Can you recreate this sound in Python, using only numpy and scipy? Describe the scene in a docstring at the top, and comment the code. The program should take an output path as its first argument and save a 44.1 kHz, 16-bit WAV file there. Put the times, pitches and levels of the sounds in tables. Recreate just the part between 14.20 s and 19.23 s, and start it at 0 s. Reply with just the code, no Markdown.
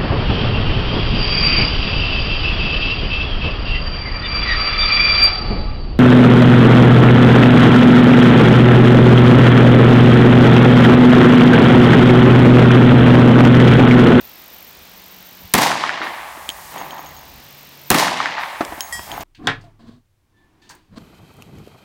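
"""Outdoor range, concrete apron: two pistol shots a few metres away.
Each blast overloads the microphone and pulls its gain down; banks, trees and a far hillside send it
back for two seconds. Spent cases bounce and ring, dull knocks sound nearby, something steel clinks.
A bush cricket, leaves, wind and a far motor fill the quiet."""
import sys
import numpy as np
from scipy import signal
from scipy.fft import rfft, irfft
from scipy.io import wavfile
from scipy.ndimage import uniform_filter1d

SR = 44100
rng = np.random.default_rng(int(sys.argv[2]) if len(sys.argv) > 2 else 0)


def wrap_up_sound(samples):
    """Save the sound to the file named by the first command line argument, as 16-bit audio."""
    columns = np.atleast_2d(samples).T
    # keep every value between -1 and 1, then stretch to whole-number steps
    tamed = np.clip(columns, -1, 1)
    steps = np.round(tamed * 32767).astype(np.int16)
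    wavfile.write(sys.argv[1], SR, steps)


N = 222043
T = np.arange(N) / SR
TOP_HZ = 16000


def undb(db):
    """dB to gain."""
    return 10 ** (np.asarray(db) / 20)


def unit(x):
    """Scale to rms 1."""
    return x / np.sqrt(np.mean(x ** 2))


def curves(table):
    """Table columns interpolated over time."""
    times, *columns = np.transpose(table)
    return [np.interp(T, times, column) for column in columns]


def band(x, lo_hz, hi_hz, order=2):
    """Causal band-pass."""
    return signal.sosfilt(signal.butter(order, [lo_hz, hi_hz], "band", fs=SR, output="sos"), x)


def noise(lo_hz, hi_hz, size=N, order=2):
    """Band noise, rms 1."""
    return unit(band(rng.standard_normal(size), lo_hz, hi_hz, order))


def colour(hz, points):
    """Gain at hz of a (f/Hz, level/dB) spectrum."""
    points_hz, db = np.transpose(points)
    return undb(np.interp(np.log(hz + 1), np.log(points_hz), db))


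def walk(rate_hz):
    """Random drift, spread near 1."""
    step = int(SR / rate_hz)
    return uniform_filter1d(np.repeat(rng.standard_normal(N // step + 1), step), step)[:N]


def fade(t60_s, size):
    """Exponential decay."""
    return np.exp(-np.log(1000) * T[:size] / t60_s)


def swell(start_s, rise_s, t60_s, size=N):
    """Silence, linear rise, exponential decay."""
    age_s = T[:size] - start_s
    return np.clip(age_s / rise_s, 0, 1) * np.exp(-np.log(1000) * np.maximum(age_s - rise_s, 0) / t60_s)


def ring(modes, size=SR):
    """Struck modes dying away."""
    return sum(undb(db) * fade(t60_s, size) * np.sin(2 * np.pi * hz * T[:size])
               for hz, db, t60_s in modes)


def add(out, start_s, x):
    """Mix x into out at start_s."""
    i = int(start_s * SR)
    out[i:i + len(x)] += x[:N - i]


# leaves and distant air: f/Hz, relative density/dB
LEAF_SPECTRUM = [(30, -9), (90, 5.5), (200, 10.5), (450, 3.5), (620, 4), (900, 4), (1400, 0.5), (2200, 1.5),
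                 (3700, 1), (5500, -2), (8000, -9.5), (11000, -13), (16000, -15.5)]


def leaves(db=-44):
    """Leaves rustle as steady broadband noise."""
    spectrum = rfft(rng.standard_normal(N))
    hz = np.arange(len(spectrum)) * SR / N
    return undb(db) * unit(irfft(spectrum * colour(hz, LEAF_SPECTRUM), N))


# motor tone: t/s, f/Hz, level/dB
MOTOR_TRACK = [(0, 172, -63), (.7, 179.7, -55.5), (1.25, 182, -48), (2.4, 162.7, -52), (3.1, 141.7, -47.5),
               (3.65, 141.6, -47), (5, 135, -63)]


def motor(waver_db=2):
    """A far motor drones, drifting in pitch and level."""
    hz, db = curves(MOTOR_TRACK)
    phase = 2 * np.pi * np.cumsum(hz + walk(7.9)) / SR
    return unit(np.sin(phase)) * undb(db + waver_db * walk(6.83))


# wind puffs: t/s, half length/s, level/dB
WIND_PUFFS = [(.01, 0.035, -40), (1.24, 0.03, -30.5), (2.93, 0.056, -32.5), (3.134, 0.093, -36.5),
              (4.503, .05, -22), (4.782, 0.06, -28.5), (4.96, 0.073, -28.5)]


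def wind(breeze_db=-48, flutter_db=2.5):
    """A light breeze rumbles on the microphone and swells with each puff."""
    puffs = sum(undb(db) * np.exp(-((T - at_s) / half_s) ** 2) for at_s, half_s, db in WIND_PUFFS)
    return noise(32, 85) * (undb(breeze_db) + puffs) * undb(flutter_db * walk(11))


# cricket's effort: t/s, gain/dB
CRICKET_EFFORT = [(0, -2.5), (1.2, -6.5), (4.4, -5), (5.03, -3)]


def cricket(db=-38.5, floor_db=-12, waver_db=2.0, period_s=0.145, jitter_s=0.0015):
    """A bush cricket rasps one long wing stroke and five short ones, never quite in time."""
    slot = (T - 0.029 + jitter_s * walk(6)) / period_s % 1 * 7
    short = np.sin(np.pi * np.minimum(slot % 1 / 0.47, 1))
    long = np.sqrt(slot / 2) * np.clip((1.65 - slot) * 6, 0, 1)
    stroke = np.where(slot < 2, long, short)
    rasp = noise(12700, 15600, order=4)
    effort_db, = curves(CRICKET_EFFORT)
    return rasp * (stroke + undb(floor_db)) * undb(db + waver_db * walk(5.82) + effort_db)


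# nearby knocks and scuffs: t/s, level/dB, t60/s, upper edge/Hz
BLOWS = [(1.806, -14, 0.49, 480), (1.825, -18.5, 0.13, 497), (1.905, -23, 0.08, 800),
         (2.174, -25, 0.05, 692), (2.29, -25, .031, 594), (4.4075, 2, .055, 1300), (4.43, -20, 0.45, 895),
         (4.4501, -10, 0.0094, 5900), (4.523, -17, 0.058, 1390), (4.579, -18.5, 0.042, 1250),
         (4.7924, -17.5, .02, 1430), (5.007, -32.5, 0.076, 7200)]
# hollow body under them: f/Hz, level/dB, t60/s
BODY_MODES = [(247, -4.5, 0.18), (328, 14, 0.041), (690, 13, 0.035)]


def knocks(lo_hz=180, body_db=-4, full_push_s=0.091, size=SR // 2):
    """Soft, damped blows; the longer the push, the more the hollow body sounds."""
    out, body = np.zeros(N), ring(BODY_MODES, size)
    for at_s, db, t60_s, hi_hz in BLOWS:
        blow = noise(lo_hz, hi_hz, size) * fade(t60_s, size)
        push = min(t60_s / full_push_s, 1) ** 2
        add(out, at_s, undb(db) * (blow + undb(body_db) * push * body))
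    return out


# steel piece: f/Hz, level/dB, t60/s
STEEL_MODES = [(1910, -10, 0.24), (3246, -23, 0.41), (4770, -25.5, 0.4), (5350, -22.5, 0.43),
               (6164, -26, 0.3), (7063, -24, 0.32), (7560, -27, 0.21), (7960, -19.5, 0.29),
               (8670, -25, 0.23), (9868, -20.5, 0.19), (10500, -25, 0.23), (12460, -26, 0.22)]


def clink(at_s=4.7245, db=-7.5, rise_s=0.00037):
    """A light touch sets a steel piece ringing."""
    out = np.zeros(N)
    attack = 1 - np.exp(-T[:SR] / rise_s)
    add(out, at_s, undb(db) * ring(STEEL_MODES) * attack)
    return out


# brass landing on concrete: t/s, click/dB, mouth/dB, wall/dB
LANDINGS = [(2.291, -10.5, -9, -34), (2.3016, -24, -15, -51), (2.5804, -41, -31, -38),
            (2.708, -45, -28.5, -44.5), (2.7816, -48, -37, -46), (2.8605, -41, -41, -42.5),
            (2.966, -50, -41, -44), (4.6072, -2.5, -11, -22.5), (4.9166, -45, -22, -39)]
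# damped modes of a case and its air: f/Hz, level/dB, t60/s
MOUTH_MODES = [(3160, 0, 0.022), (3350, -1.5, 0.0081), (3700, -7, 0.0038)]
# case wall: f/Hz, level/dB, t60/s
WALL_MODES = [(4280, -12, .1), (6545, 0, .23), (6700, -4, .15), (9275, -13, .06), (13260, -12, .17),
              (15750, -2, .22)]


def cases(click_t60_s=0.0075, lo_hz=2900, hi_hz=15000, tilt_hz=8000, size=SR // 2):
    """Each landing clicks, sounds the air in the open case and rings its wall."""
    out = np.zeros(N)
    mouth, wall = ring(MOUTH_MODES, size), ring(WALL_MODES, size)
    for at_s, click_db, mouth_db, wall_db in LANDINGS:
        # small radiator: almost nothing below its lowest mode
        burst = noise(lo_hz, hi_hz, size, order=4)
        click = unit(band(burst, lo_hz, tilt_hz, order=1)) * fade(click_t60_s, size)
        add(out, at_s, undb(click_db) * click + undb(mouth_db) * mouth + undb(wall_db) * wall)
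    return out


def hiss(db=-30.5, stop_s=1.48, release_s=0.3):
    """A thin hiss comes up as a shot's echo dies, sinks slowly, then stops."""
    envelope = swell(start_s=0.48, rise_s=0.024, t60_s=3.25) * np.clip((stop_s - T) / release_s, 0, 1)
    return undb(db) * noise(3500, 15000, order=1) * envelope


def rumble(db=-20):
    """The deepest part of a blast rolls on over the ground."""
    return undb(db) * noise(40, 80) * swell(start_s=0, rise_s=0.066, t60_s=3.2)


def reflectors(size, spread_db=2.5):
    """Spectrum of countless small reflections of uneven strength."""
    strength = undb(spread_db * walk(500))[:size]
    return rfft(unit(strength * rng.standard_normal(size)))


# scattered blast: f/Hz, relative density/dB
BLAST_SPECTRUM = [(30, -20), (115, 0.5), (165, 6), (210, 0), (285, 4), (450, -4), (590, 1.5), (900, 7.5),
                  (1150, 3.5), (1400, -3.5), (1850, 3), (2600, -3.5), (4000, -6), (8000, -12), (15000, -10)]
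# apron, bank, first trees, wood, far tree line, hillside, ridge:
# delay/s, rise/s, level/dB, t60 before air loss/s, bass/dB, treble/dB
SCATTERERS = [(.003, 0.00068, 27.5, .12, 8, -2.5), (0.038, 0.0077, 22, 0.12, 8, 0),
              (0.063, 0.019, 13.5, 0.75, 2, 6.5), (.14, 0.17, 0.5, 1.464, -15, 6.5),
              (0.449, .04, -3.5, .6, -41, 4), (1.148, 0.095, -25, 1.36, -2, 19.5),
              (1.38, 0.023, -27.5, 1.62, -18, 5)]


def scatter(paths, size, bass_hz=480, treble_hz=3000):
    """The terrain returns a blast, near to far; late sound crosses more air and loses treble."""
    powers = np.array([(undb(db) * swell(delay_s, rise_s, t60_s, size)) ** 2
                       for delay_s, rise_s, db, t60_s, _, _ in SCATTERERS])
    bass_db, treble_db = np.transpose(SCATTERERS)[-2:]
    hz = np.arange(len(paths)) * SR / size
    spectrum = paths * unit(colour(hz, BLAST_SPECTRUM) * (hz < TOP_HZ))
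    centres_hz = np.geomspace(60, TOP_HZ, 18)
    out = np.zeros(size)
    for centre_hz, share in zip(centres_hz, np.eye(len(centres_hz))):
        subband = irfft(spectrum * np.interp(hz, centres_hz, share), size)
        bass = 1 / (1 + (centre_hz / bass_hz) ** 4)
        treble = 1 / (1 + (treble_hz / centre_hz) ** 4)
        envelope = np.sqrt(undb(bass * bass_db + treble * treble_db) ** 2 @ powers)
        air_db_per_s = 2.95 * (centre_hz / 1000) ** 1.467
        out += subband * envelope * undb(-air_db_per_s * T[:size])
    return out


# single echoes: delay/s, peak/dB, centre f/Hz
HARD_FACES = [(.051, 16.5, 650), (.124, 20.5, 830), (.166, 14, 835), (0.179, 14, 1500), (.217, 11, 820),
              (.3006, 16, 1070), (0.3558, 13, 1700), (.479, 1, 1390), (.533, -1, 1650), (.656, -16.5, 1520),
              (1.2235, -25, 740), (1.276, -21, 880), (1.393, -26.5, 860), (1.455, -25.5, 840)]


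def slaps(band_ratio=1.27, edge_db=-20, edge_t60_s=0.092, size=2048):
    """Each hard face returns one short pulse, with a little scatter from its edges."""
    out = np.zeros(N)
    for delay_s, db, hz in HARD_FACES:
        pulse = undb(edge_db) * rng.standard_normal(size) * fade(edge_t60_s, size) / 2
        pulse[0] += 2  # the face's own reflection
        pulse = band(pulse, hz / band_ratio, hz * band_ratio)
        add(out, delay_s, undb(db) * pulse / np.abs(pulse).max())
    return out


# swings behind the shock front: delay/s, half length/s, peak/dB
PRESSURE_SWINGS = [(.0092, 0.0015, 38.5), (.0196, 0.0011, 32.5)]


def muzzle(crack_db=33, crack_lo_hz=3500, size=140):
    """3 ms of shock and gas, then pressure swings, down and up, that pin the microphone."""
    out = np.zeros(N)
    out[:size] = undb(crack_db) * noise(crack_lo_hz, TOP_HZ, size, order=1)
    for sign, (delay_s, half_s, db) in zip((-1, 1), PRESSURE_SWINGS):
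        out += sign * undb(db) * np.exp(-((T - delay_s) / half_s) ** 4)
    return out


# shots: t/s, muzzle gain/dB, scatter gain/dB, slap gain/dB
FIRINGS = [(1.3377, -0.5, .5, 5), (3.7023, 0, 0.4, 4.5)]


def pistol(size=3 * 2 ** 15):
    """Both blasts meet the same landscape; moving air and leaves vary the paths."""
    out, landscape = np.zeros(N), reflectors(size)
    for at_s, muzzle_db, scatter_db, slap_db in FIRINGS:
        paths = (landscape + reflectors(size)) / np.sqrt(2)
        add(out, at_s, undb(muzzle_db) * muzzle())
        add(out, at_s, undb(scatter_db) * scatter(paths, size))
        add(out, at_s, undb(slap_db) * slaps())
        add(out, at_s, rumble() + hiss())
    return out


def scene():
    """Mono sum at the microphone."""
    return (pistol() + cases() + knocks() + clink() + cricket() + wind() + leaves() + motor())[None]


def gain_control(x, limit_db=6, release_db_per_s=25, size=280):
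    """Gain drops at once under a blast and climbs back at a steady rate."""
    level_db = 10 * np.log10(np.maximum(uniform_filter1d(x ** 2, size), 1e-12))
    over_db = np.maximum(level_db - limit_db, 0)
    recovered_db = release_db_per_s * T
    return x * undb(recovered_db - np.maximum.accumulate(over_db + recovered_db, axis=-1))


def record(dry, ceiling=0.57, low_cut_hz=320):
    """Gain control, input overload, a low cut that makes the flat tops droop, top cut."""
    x = gain_control(dry)
    x = x / (1 + (x / ceiling) ** 4) ** (1 / 4)
    x = signal.sosfilt(signal.butter(1, low_cut_hz, "high", fs=SR, output="sos"), x)
    return signal.sosfilt(signal.ellip(8, 0.2, 70, TOP_HZ, fs=SR, output="sos"), x)


dry = scene()
out = record(dry)
wrap_up_sound(out)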